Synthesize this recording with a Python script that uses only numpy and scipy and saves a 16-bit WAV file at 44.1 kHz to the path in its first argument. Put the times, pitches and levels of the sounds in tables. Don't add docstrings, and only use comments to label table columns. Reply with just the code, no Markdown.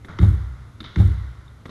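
import sys
import numpy as np
from scipy import signal
from scipy.fft import rfft, irfft, next_fast_len
from scipy.io import wavfile
from scipy.ndimage import uniform_filter1d

SR = 44100
rng = np.random.default_rng(int(sys.argv[2]) if len(sys.argv) > 2 else 0)


def int16_out(signal):
    q = np.round(np.clip(np.atleast_2d(signal).T, -1, 1) * 32767)
    wavfile.write(sys.argv[1], SR, q.astype(np.int16))


def gain_from_db(level_db):
    decades = np.asarray(level_db, float) / 20
    return 10 ** decades


N = 74970
LEAD = 22050


def along(points, hz):
    f, value = np.transpose(points)
    return np.interp(np.log(hz + 1), np.log(f + 1), value)


def coloured(x, points):
    m = 2 * next_fast_len(x.shape[-1] // 2 + 4096)
    log_gain = np.log(gain_from_db(along(points, np.fft.rfftfreq(m, 1 / SR))))
    cepstrum = irfft(log_gain, m)
    cepstrum[1:m // 2] *= 2
    cepstrum[m // 2 + 1:] = 0
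    response = np.exp(rfft(cepstrum))
    return irfft(rfft(x, m) * response, m)[..., :x.shape[-1]]


def coloured_evenly(x, points):
    impulse = np.eye(1, 4096)[0]
    return coloured(x, points) / np.linalg.norm(coloured(impulse, points))


def unit(x):
    return x / np.sqrt(np.mean(x ** 2) + 1e-20)


def add(track, s, x):
    part = track[LEAD + round(s * SR):][:len(x)]
    part += x[:len(part)]


def swell(t, swell_s):
    return 1 - np.exp(-t / swell_s)


def ring(hz, db, t60, t, swell_s):
    t = np.clip(t, 0, None)[:, None]
    return gain_from_db(db - 60 * t / t60) * np.sin(2 * np.pi * hz * t) * swell(t, swell_s)


def puff(colour, db, start_s, swell_s, t60):
    u = np.clip(np.arange(SR) / SR - start_s, 0, None)
    noise = unit(coloured(rng.standard_normal(SR), colour))
    return gain_from_db(db - 60 * u / t60) * swell(u, swell_s) * noise


def slap(colour, t60, walls):
    t = np.arange(SR // 10) / SR
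    out = np.zeros(len(t))
    direct = (0.000099, 0.021)
    for s, db in [direct, *walls]:
        u = np.clip(t - s, 0, None)
        out += gain_from_db(db - 60 * u / t60) * swell(u, 0.00046) * rng.standard_normal(len(t))
        out += ring(3710, db - 6.5, 0.016, u, 0.0017)[:, 0]
    return coloured_evenly(out, colour)


# frequency in Hz, t60 in seconds.
HALL_DECAY = [(100, 2.3), (300, 0.81), (1000, 2.39), (3500, 1.18), (8000, 2.76)]


def hall(colour, start_s):
    hz, t, z = signal.stft(rng.standard_normal(N + LEAD), SR, nperseg=256)
    decay = gain_from_db(-60 * t / along(HALL_DECAY, hz)[:, None])
    tail = signal.istft(z * decay, SR, nperseg=256)[1]
    u = np.clip(np.arange(len(tail)) / SR - start_s, 0, None)
    early = gain_from_db(-7.5 - 60 * u / 0.59)
    return coloured_evenly(tail * swell(u, 0.004) * (1 + early), colour)


# start in seconds, slap level in dB, boom level in dB, hall level in dB.
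BOUNCES = [
    (-.3, -40, -13.5, -58),
    (.189, -23.5, 0, -45),
    (0.9603, -24, -0.76, -44),
]
# frequency in Hz, level in dB, t60 in seconds, side of the node line (sign).
PANELS = [(50.4, -18.9, 0.73, -1), (60.3, -0.8, 1.0, 1), (63.5, -3.4, 0.85, -1), (66.3, -23.4, 1.0, 1),
          (70.8, -27.3, 0.95, -1), (78.4, -8.0, 0.48, -1), (92.4, -15.8, 0.58, -1), (95.7, -7.8, 0.55, 1),
          (102.0, -4.3, 0.65, -1), (112.9, -34.1, 1.0, 1), (132.0, -21.8, 0.37, 1), (135.1, -3.6, 0.09, -1),
          (185.7, -24.3, 0.21, 1), (307.8, -29.4, 0.8, 1)]
# delay after contact in seconds, gain (negative
BOOM_ECHOES = [(.0126, 1), (.0266, -.8082), (.0319, -1.0111), (.0901, -.1921)]
# frequency in Hz, level in dB, t60 in seconds.
BALL_AIR = [(189.3, -13, 0.2), (341, -9, 0.05), (315.8, -26, 0.14), (361.7, -36.5, 0.13),
            (413.7, -33.5, 0.26)]
# frequency in Hz, level in dB.
BOARDS = [(90, -24.5), (135, -3.5), (185, 7), (250, -9.5), (330, -1.5), (500, -18.5), (900, -36),
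          (1500, -58)]
# frequency in Hz, level in dB.
END_WALL = [(200, -26.5), (350, 5), (500, -4), (800, -4.5), (1100, -15), (2000, -38)]
# frequency in Hz, level in dB, t60 in seconds.
LINING = [(125.4, -25.5, 1), (136.1, -35.5, 0.99), (161.5, -31, 0.54), (193, -22.5, 0.29)]
# frequency in Hz, level in dB.
FLOOR_SLAP = [(150, -43), (500, -5.5), (900, -4.5), (1500, 1), (3600, -4.5), (6500, -15.5), (7600, -24),
              (12000, -110)]
# delay in seconds, level in dB.
FLOOR_WALLS = [(.012, -14), (.0265, -13), (.0405, -8), (.047, -14), (.058, -15)]


def bounces():
    out, t = np.zeros(N + LEAD), np.arange(SR) / SR
    hz, db, t60, side = np.transpose(PANELS)
    floor = np.zeros(SR)
    for delay_s, gain in BOOM_ECHOES:
        floor += gain * ring(hz, db, t60, t - delay_s, 0.0118) @ side
    floor += puff(BOARDS, db=-25, start_s=0.0199, swell_s=0.005, t60=0.53)
    floor += puff(END_WALL, db=-33, start_s=0.038, swell_s=0.0019, t60=0.19)
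    floor += ring(*np.transpose(LINING), t - 0.046, 0.043).sum(axis=1)
    for s, slap_db, boom_db, hall_db in BOUNCES:
        uneven = gain_from_db(1.7 * rng.standard_normal(len(BALL_AIR)))
        thud = ring(*np.transpose(BALL_AIR), t, 0.017) @ uneven
        add(out, s, gain_from_db(boom_db) * (floor + thud))
        add(out, s - 0.0016, gain_from_db(slap_db) * slap(FLOOR_SLAP, 0.022, FLOOR_WALLS))
        add(out, s, gain_from_db(hall_db) * hall(FLOOR_SLAP, 0.014))
    return out


# frequency in Hz, level in dB per Hz.
AIR_HANDLING = [(20, -26), (45, -14.5), (105, 5), (150, -12), (320, -18.5), (500, -24.5), (1400, -34.5),
                (7000, -41)]


def air():
    return gain_from_db(-44.5) * unit(coloured(rng.standard_normal(N + LEAD), AIR_HANDLING))


# start in seconds, slap level in dB, hall level in dB,
# finger snap in dB, cup of the palm in Hz.
PALMS = [
    (0.0465, -31.5, -39.5, 1.5, 1140),
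    (0.8029, -28.5, -42, 16.5, 1390),
    (1.6547, -27, -50.5, 4, 760),
]
# frequency in Hz, level in dB.
PALM_SLAP = [(150, 20.5), (350, 7), (900, -1.5), (1400, 2.5), (3600, -6), (5300, -10), (6800, -10.5),
             (7800, -60)]
# frequency in Hz, level in dB.
KNOCK = [(100, -30), (200, 9), (330, 11), (520, -2.5), (800, -21)]
# delay in seconds, level in dB.
HAND_WALLS = [(.0262, -12), (.0376, -3), (.044, -7), (.057, -8)]


def palms():
    out = np.zeros(N + LEAD)
    grid = np.geomspace(100, 12000, num=60)
    for s, slap_db, hall_db, snap_db, cup_hz in PALMS:
        snap = snap_db * np.exp(-(np.log(grid / 3730) / 0.49) ** 2)
        cup = 4.5 * np.exp(-(np.log(grid / cup_hz) / 0.59) ** 2)
        colour = np.c_[grid, along(PALM_SLAP, grid) + cup + snap]
        add(out, s, puff(KNOCK, db=-38, start_s=0, swell_s=0.0023, t60=0.15))
        add(out, s, gain_from_db(slap_db) * slap(colour, 0.045, HAND_WALLS))
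        add(out, s, gain_from_db(hall_db) * hall(colour, 0.037))
    return out


# start in seconds, level in dB.
SHOE_TICKS = [
    (1.48, -32.5),
]


def shoe():
    out, t = np.zeros(N + LEAD), np.arange(SR // 4) / SR
    for s, db in SHOE_TICKS:
        add(out, s, ring(3650, db, 0.01, t, 0.0025)[:, 0])
    return out


def scene():
    return (bounces() + air() + palms() + shoe())[None, LEAD:]


def riding_hiss(x):
    level = np.sqrt(np.abs(uniform_filter1d(x ** 2, size=1300)))
    every_s = 1024 / 48000
    off_flare_s = (((np.arange(N) / SR - 0.0102) / every_s + 0.5) % 1 - 0.5) * every_s
    level = level * (1 + gain_from_db(5.5) * np.exp(-(off_flare_s / 0.00095) ** 2))
    white = rng.standard_normal(x.shape)
    tilted = white - 0.17 * np.roll(white, 1, axis=-1)
    return (gain_from_db(-76) + gain_from_db(-44.5) * level) * tilted


# frequency in Hz, level in dB per Hz.
SELF_NOISE = [(500, -16), (2000, 4), (2600, 0.5), (5000, -4.5), (7000, -6.5), (7800, -14)]


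def self_noise(shape):
    return gain_from_db(-67) * unit(coloured(rng.standard_normal(shape), SELF_NOISE))


def top_cut(x):
    return signal.sosfilt(signal.butter(12, 12520, fs=SR, output="sos"), x)


# frequency in Hz, level in dB.
HOUSING = [(700, 0), (1400, 5), (1650, -1.5), (2100, 3), (2500, -12.5), (3650, 1.5), (4500, -7.5),
           (6500, -8.5)]


def record(dry):
    x = coloured(dry, HOUSING)
    x = x + riding_hiss(x)
    x = x + self_noise(x.shape)
    in_band = np.fft.rfftfreq(N, 1 / SR) < 12080
    mix = irfft(rfft(x) * in_band, N)
    return top_cut(mix)


dry = scene()
out = record(dry)
int16_out(out)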